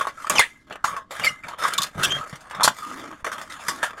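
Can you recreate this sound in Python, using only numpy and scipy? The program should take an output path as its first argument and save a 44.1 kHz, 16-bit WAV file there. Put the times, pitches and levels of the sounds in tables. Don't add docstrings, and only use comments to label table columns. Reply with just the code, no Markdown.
import sys
import numpy as np
from scipy import signal
from scipy.fft import rfft, irfft
from scipy.io import wavfile
from scipy.ndimage import uniform_filter1d

SR = 44100
rng = np.random.default_rng(int(sys.argv[2]) if len(sys.argv) > 2 else 0)


def inscribe(sig):
    pcm = np.round(np.clip(np.atleast_2d(sig).T, -1, 1) * 32767)
    wavfile.write(sys.argv[1], SR, pcm.astype(np.int16))


N = 176400

# freq_hz, gain_db
BODY_SPECTRUM = [(40, -34.5), (150, -19), (300, -17.5), (480, -12.5), (620, -7), (800, -11.5), (1050, -3.5),
                 (1280, 0.5), (1450, -6), (1650, -5.5), (2050, -12.5), (2500, -23.5), (3500, -23.5),
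                 (8000, -69.5)]
# freq_hz, gain_db
TREBLE_SPECTRUM = [(800, -20), (2000, 1.5), (2700, -4.5), (3500, 1), (4300, -2.5), (5200, -4), (6700, 0.5),
                   (8500, -4), (10000, -6.5), (11700, -9), (13000, -15.5), (16000, -22)]
RING_RISE_S, CRACK_RISE_S = .0012, .00042


def amp(db):
    return 10 ** (np.asarray(db) / 20)


def unit(x):
    return x / np.sqrt(np.mean(x ** 2) + 1e-20)


def clock(length_s):
    return np.arange(int(length_s * SR)) / SR


def lookup(points, hz):
    freq_hz, value = np.transpose(points)
    return np.interp(np.log(hz + 1), np.log(freq_hz + 1), value)


def add(mix, start_s, sound):
    part = mix[max(round(start_s * SR), 0):][:len(sound)]
    part += sound[:len(part)]


def colour(x, spectrum, tilt_db_per_oct=0):
    hz = np.fft.rfftfreq(len(x), 1 / SR)
    gain = amp(lookup(spectrum, hz) + tilt_db_per_oct * np.log2(1 + hz / 1000))
    return unit(irfft(rfft(x) * gain, len(x)))


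def wander(count, span):
    return unit(uniform_filter1d(uniform_filter1d(rng.standard_normal(count), span), span))


def ring(t, rise_s, t60_s):
    shape = (1 - np.exp(-(t / rise_s) ** 2)) * np.exp(-np.log(1000) * t / t60_s)
    return shape / shape.max()


def gate(t, length_s, edge_s):
    return np.clip(np.minimum(t, length_s - t) / edge_s + .5, 0, 1) * np.minimum(2 * t / edge_s, 1)


def slips(count, rate_hz=9000, spread_db=3):
    strength = amp(spread_db * np.minimum(rng.exponential(1, count), 4))
    return strength * rng.choice([-1., 1.], count) * (rng.random(count) < rate_hz / SR)


def fracture(t, crack_share=.041):
    train = slips(len(t))
    crack = np.exp(-((t - .001) * SR) ** 2)
    return train + crack_share * np.linalg.norm(train) * crack


def background(level_db=-58.5):
    # freq_hz, gain_db
    spectrum = [(20, 1.5), (60, 4), (130, 0.5), (300, 2), (1200, -55.5), (3000, -24), (8000, -37),
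                (16000, -61)]
    return amp(level_db) * colour(rng.standard_normal(N), spectrum)


def room(x, gain_db=-14.5, onset_s=.0017):
    # freq_hz, t60_s
    decay_times = [(100, .2), (1200, 0.15), (4000, 0.15), (14000, 0.057)]
    hz, t, noise = signal.stft(rng.standard_normal(SR // 2), SR, nperseg=256)
    decay = np.exp(-np.log(1000) * t / lookup(decay_times, hz)[:, None])
    tail = signal.istft(noise * decay, SR, nperseg=256)[1]
    tail *= np.minimum(np.arange(len(tail)) / SR / onset_s, 1)
    return amp(gain_db) * signal.fftconvolve(x, tail / np.linalg.norm(tail))[:N]


def table_contact(drag_width_hz=150):
    # start_s, length_s, level_db, resonance_hz
    drags = [(.3, 0.095, -38, 220), (.66, 0.11, -73, 200), (1.19, 0.14, -45.5, 180),
             (1.43, 0.05, -45.5, 170), (1.6, 0.32, -56, 190), (1.95, .26, -41, 145),
             (1.96, 0.18, -42.5, 370), (2.55, 0.17, -45.5, 190), (2.86, 0.29, -44, 285),
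             (3.25, 0.33, -55, 250), (3.68, .14, -47, 290)]
    # start_s, level_db, pitch_hz
    bumps = [(0.39, -29.5, 105), (0.841, -35.5, 126), (1.795, -30, 173), (1.955, -31, 160),
             (1.987, -24, 150), (2.328, -27.5, 149), (2.677, -48, 89), (2.674, -31, 242),
             (3.226, -39, 47.3)]
    out, t = np.zeros(N), clock(.5)
    hz = np.fft.rfftfreq(len(t), 1 / SR)
    for start_s, length_s, level_db, resonance_hz in drags:
        resonance = 1 / (1 + (2 * (hz - resonance_hz) / drag_width_hz) ** 2)
        judder = unit(irfft(rfft(slips(len(t))) * resonance, len(t)))
        add(out, start_s, amp(level_db) * gate(t, length_s, edge_s=.0083) * judder)
    for start_s, level_db, pitch_hz in bumps:
        thud = ring(t, rise_s=.003, t60_s=.031) * np.sin(2 * np.pi * pitch_hz * t)
        add(out, start_s, amp(level_db) * thud)
    return out


def flex(x, depth_db=3.6):
    bands = signal.stft(x, nperseg=256)[2]
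    drift = uniform_filter1d(rng.standard_normal(bands.shape), size=2, axis=0)
    drift = unit(uniform_filter1d(drift, size=20, axis=1))
    return signal.istft(bands * unit(amp(depth_db * drift)), nperseg=256)[1][:N]


def can_wall(x, width_hz=26):
    # freq_hz, gain_db
    modes = [(771, -6), (936, -10), (1255, -2), (1620, -2), (2020, -2), (2331, -4), (2645, -1), (2922, -6),
             (3191, -4), (3520, -2), (4741, -4), (5192, -6), (8529, -6)]
    return x + sum(amp(gain_db) * signal.lfilter(*signal.iirpeak(hz, hz / width_hz, SR), x)
                   for hz, gain_db in modes)


def crinkles():
    # start_s, body_db, treble_db, t60_s
    creases = [(.012, -25, -36.5, 0.068), (0.07, -24.5, -37.5, 0.12), (0.2692, -29.5, -36, 0.056),
               (.298, -21, -24.5, 0.17), (0.3936, -13.5, -11, 0.049), (.699, -40.5, -53, 0.048),
               (0.708, -30.5, -58, 0.19), (0.725, -30, -43.5, .06), (0.756, -29, -47.5, .04),
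               (.842, -28.5, -28.5, 0.25), (0.9645, -33, -40.5, 0.1), (1.1084, -34, -41, 0.3),
               (1.1964, -31.5, -32.5, 0.054), (1.245, -28.5, -23.5, 0.17), (1.436, -46, -52, 0.081),
               (1.483, -29.5, -39.5, 0.1), (1.651, -19.5, -39, 0.12), (2.035, -24.5, -31, 0.17),
               (2.273, -56, -48, 0.15), (2.295, -44, -43.5, 0.11), (2.327, -35, -50, 0.18),
               (2.356, -43, -42.5, 0.075), (2.4064, -56, -47.5, 0.11), (2.4986, -56, -43.5, 0.034),
               (2.5099, -29, -41.5, 0.075), (2.548, -37, -43, 0.11), (2.598, -21, -54, .04),
               (2.607, -23.5, -39.5, 0.18), (2.645, -16.5, -20.5, 0.1), (2.677, -16, -18, 0.064),
               (2.7845, -37, -41.5, 0.13), (2.913, -35, -49, 0.03), (3.126, -36, -71, .05),
               (3.245, -29, -36.5, 0.15), (3.265, -25.5, -38.5, 0.15), (3.3169, -33, -35.5, 0.12),
               (3.329, -37, -34, 0.066), (3.381, -30.5, -42.5, 0.15), (3.414, -32.5, -37.5, 0.12),
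               (3.4984, -41, -42.5, 0.21), (3.522, -41, -39, 0.11), (3.6828, -22, -22.5, 0.12),
               (3.8289, -22.5, -26.5, 0.15), (3.9065, -33.5, -47.5, 0.052), (3.932, -36, -54, 0.065)]
    out, t = np.zeros(N), clock(.2)
    for start_s, body_db, treble_db, t60_s in creases:
        burst = fracture(t)
        body = amp(body_db) * colour(burst, BODY_SPECTRUM)
        fizz = amp(treble_db) * colour(burst, TREBLE_SPECTRUM)
        add(out, start_s, ring(t, CRACK_RISE_S, t60_s) * (body + fizz))
    return out


def buckles(wobble=.043):
    # start_s, level_db, pitch_hz, t60_s
    pops = [(.009, -12, 1087, 0.039), (0.052, -17, 1120, 0.01), (0.07, -20.5, 1092, 0.049),
            (0.176, -32.5, 1325, 0.059), (.2, -32.5, 1342, 0.1), (.245, -19.5, 1140, 0.021),
            (.269, -21, 1280, .04), (0.299, -14.5, 1132, 0.04), (0.395, -15, 1234, 0.039),
            (.841, -10.5, 1330, 0.041), (0.8446, -8.5, 1046, 0.013), (0.88, -24, 1140, 0.15),
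            (0.927, -27.5, 1123, 0.086), (.964, -25, 1098, 0.16), (1.59, -29, 1310, 0.17),
            (1.651, -33, 1180, 0.07), (1.722, -26.5, 1310, 0.1), (1.784, -17, 1100, 0.081),
            (1.823, -22, 1220, 0.022), (2.212, -25, 1269, 0.14), (2.608, -11.5, 950, 0.0091),
            (2.622, -14.5, 980, 0.053), (2.644, -36, 1200, 0.022), (2.6738, -21, 940, 0.013),
            (2.6767, -2.5, 1000, 0.0056), (2.6787, -7, 1634, 0.014), (2.689, -29, 1155, 0.035),
            (2.822, -28, 1260, 0.39), (3.688, -28, 1100, 0.28), (3.83, -19, 1286, .04),
            (3.839, -22.5, 1697, .06), (3.851, -27.5, 1410, 0.17)]
    out, t = np.zeros(N), clock(.2)
    for start_s, level_db, pitch_hz, t60_s in pops:
        phase = 2 * np.pi * np.cumsum(pitch_hz * (1 + wobble * wander(len(t), span=60))) / SR
        add(out, start_s, amp(level_db) * ring(t, RING_RISE_S, t60_s) * np.sin(phase))
    return out


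def blade_ring(waver_db=4, waver_rad=.7):
    # freq_hz, level_db, t60_s
    modes = [(1680, -13.5, 0.97), (2170, -29.5, .25), (2070, 5.5, 0.45), (3100, -15.5, 0.24),
             (3560, -24.5, 0.093), (4720, -32.5, .25), (5534, -22.5, .15)]
    # start_s, gain_db
    knocks = [(.395, -39.5), (1.272, -37)]
    out, t = np.zeros(N), clock(.6)
    ringing = np.zeros(len(t))
    for hz, level_db, t60_s in modes:
        envelope = amp(level_db + waver_db * wander(len(t), span=450)) * ring(t, RING_RISE_S, t60_s)
        ringing += envelope * np.sin(2 * np.pi * hz * t + waver_rad * wander(len(t), span=350))
    for start_s, gain_db in knocks:
        add(out, start_s, amp(gain_db) * ringing)
    return out


def scrape(stick_db=2.5, body_gain_db=-1, treble_gain_db=-3.5):
    # time_s, body_db, treble_db
    strokes = [
        [(0.0, -26.5, -36), (0.128, -55, -61.5), (0.24, -40, -41), (0.29, -40, -54)],
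        [(0.29, -42, -48), (0.36, -24, -28), (0.508, -60, -54.5), (0.67, -69, -74)],
        [(0.67, -51, -62), (0.768, -57, -88.5), (0.835, -62, -65.5)],
        [(0.87, -34.5, -62.5), (0.96, -35, -65), (1.074, -66, -80), (1.1, -56, -72.5)],
        [(1.11, -56, -42.5), (1.234, -33, -41.5), (1.34, -47.5, -58), (1.433, -60.5, -64)],
        [(1.445, -38.5, -51), (1.523, -40, -52), (1.57, -44, -65)],
        [(1.59, -36, -38.5), (1.658, -24, -29), (1.766, -36, -42), (1.846, -33.5, -30.5), (1.93, -60, -62)],
        [(1.93, -54.5, -56.5), (2.012, -26, -37), (2.094, -30.5, -35.5), (2.196, -35, -41), (2.326, -47.5, -65),
         (2.47, -47.5, -60)],
        [(2.47, -50, -60), (2.536, -32.5, -61), (2.595, -36.5, -55)],
        [(2.755, -45.5, -44.5), (2.887, -40.5, -41), (3.063, -39, -49), (3.23, -55.5, -64.5)],
        [(3.23, -60, -89), (3.328, -36.5, -50), (3.454, -47.5, -50), (3.6, -44, -53)],
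        [(3.6, -44, -47), (3.7, -40.5, -42), (3.766, -38.5, -40), (3.9, -40.5, -55)],
        [(3.915, -70, -93), (3.975, -37, -48.5)],
    ]
    points = np.concatenate(strokes)
    time_s, body_db, treble_db = points[np.argsort(points[:, 0], kind="stable")].T
    t = np.arange(N) / SR
    friction = slips(N) * amp(stick_db * wander(N, span=260))
    body = colour(friction, BODY_SPECTRUM) * amp(body_gain_db + np.interp(t, time_s, body_db))
    fizz = colour(friction, TREBLE_SPECTRUM) * amp(treble_gain_db + np.interp(t, time_s, treble_db))
    return body + fizz


def squeals(jitter=.04, smear_rad=1.1, flutter_db=3):
    # start_s, length_s, level_db, start_hz, end_hz, overtone_db, roughness
    glides = [(0.354, 0.026, -25.5, 3175, 2865, -5, 0.7), (0.382, 0.011, -14.5, 2620, 2160, -6.5, 1),
              (0.393, 0.023, -11.5, 2150, 2000, -15, .5), (0.413, 0.029, -21, 1624, 1977, -11.5, 1.1),
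              (1.21, .022, -35, 2870, 2800, -16, .4), (1.236, 0.029, -20.5, 2330, 2301, -4, 0.2),
              (1.266, 0.016, -13, 2140, 2102, -19.5, 0.42), (1.281, .018, -28, 2850, 2920, -9, 0.54),
              (1.435, 0.019, -35.5, 2290, 2260, -26, 0.9), (1.7785, 0.013, -25, 3550, 3570, -2, 0.8),
              (2.033, 0.03, -19.5, 3600, 3360, -17, 1.23), (2.034, 0.022, -21, 2680, 2670, -7.5, 0.6),
              (2.088, .012, -33, 3050, 3060, -22, 1), (2.103, 0.027, -22, 3164, 3177, -12.5, 0.9),
              (2.127, 0.04, -21.5, 3200, 3230, -38, 0)]
    out, t = np.zeros(N), clock(.1)
    for start_s, length_s, level_db, start_hz, end_hz, overtone_db, roughness in glides:
        pitch_hz = np.interp(t, [0, length_s], [start_hz, end_hz])
        pitch_hz *= 1 + roughness * jitter * wander(len(t), span=22)
        phase = 2 * np.pi * np.cumsum(pitch_hz) / SR
        smear = roughness * smear_rad * wander(len(t), span=40)
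        tone = np.sin(phase) + amp(overtone_db) * np.sin(2 * phase + smear)
        level = amp(level_db + roughness * flutter_db * wander(len(t), span=50))
        add(out, start_s, tone * gate(t, length_s, edge_s=.004) * level)
    return out


def bites(edge_q=7):
    # start_s, length_s, level_db, tilt_db_per_oct, release_t60_s, resonance_hz
    cuts = [(0.297, 0.0015, -10.5, 7, 0.036, 6300), (0.381, 0.026, -26, 2.5, 0.18, 2230),
            (1.232, 0.052, -32.5, -0.5, 0.09, 2350), (1.736, 0.0017, -20, 3, 0.037, 3630),
            (1.7792, 0.0055, -17, 0.5, 0.04, 3490), (1.8183, .005, -20.5, 3, 0.028, 3430),
            (1.832, 0.0024, -18, 2.5, 0.027, 4200), (2.031, 0.022, -22, 7.5, 0.028, 3270),
            (2.633, 0.018, -13.5, 3.5, 0.089, 4200)]
    # freq_hz, gain_db
    spectrum = [(300, 9.5), (2500, 2), (4500, -0.5), (5700, -2), (7000, 5), (7800, 1), (8700, 2),
                (10000, -2.5), (11400, -4.5), (13000, -13.5), (16000, -18.5)]
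    out, t = np.zeros(N), clock(.2)
    hz = np.fft.rfftfreq(len(t), 1 / SR)
    for start_s, length_s, level_db, tilt_db_per_oct, release_t60_s, resonance_hz in cuts:
        attack = np.minimum(t / CRACK_RISE_S, 1)
        release = np.exp(-np.log(1000) * np.maximum(t - length_s, 0) / release_t60_s)
        ratio = hz / resonance_hz
        edge_highpass = ratio ** 2 / (1 - ratio ** 2 + 1j * ratio / edge_q)
        rasp = irfft(rfft(fracture(t) + slips(len(t))) * edge_highpass, len(t))
        add(out, start_s, amp(level_db) * attack * release * colour(rasp, spectrum, tilt_db_per_oct))
    return out


def scene():
    sheet = can_wall(flex(scrape() + crinkles() + bites()))
    direct = sheet + buckles() + squeals() + blade_ring() + table_contact()
    return (direct + room(direct) + background())[None]


def record(dry):
    # freq_hz, width_hz
    notches = [(3950, 200), (7880, 134.5)]
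    x = dry
    for hz, width_hz in notches:
        x = signal.lfilter(*signal.iirnotch(hz, hz / width_hz, SR), x)
    lowpass = signal.firwin(255, 16000, window=("kaiser", 9), fs=SR)
    return signal.oaconvolve(np.clip(x, -.9, .9), lowpass[None], "same")


dry = scene()
out = record(dry)
inscribe(out)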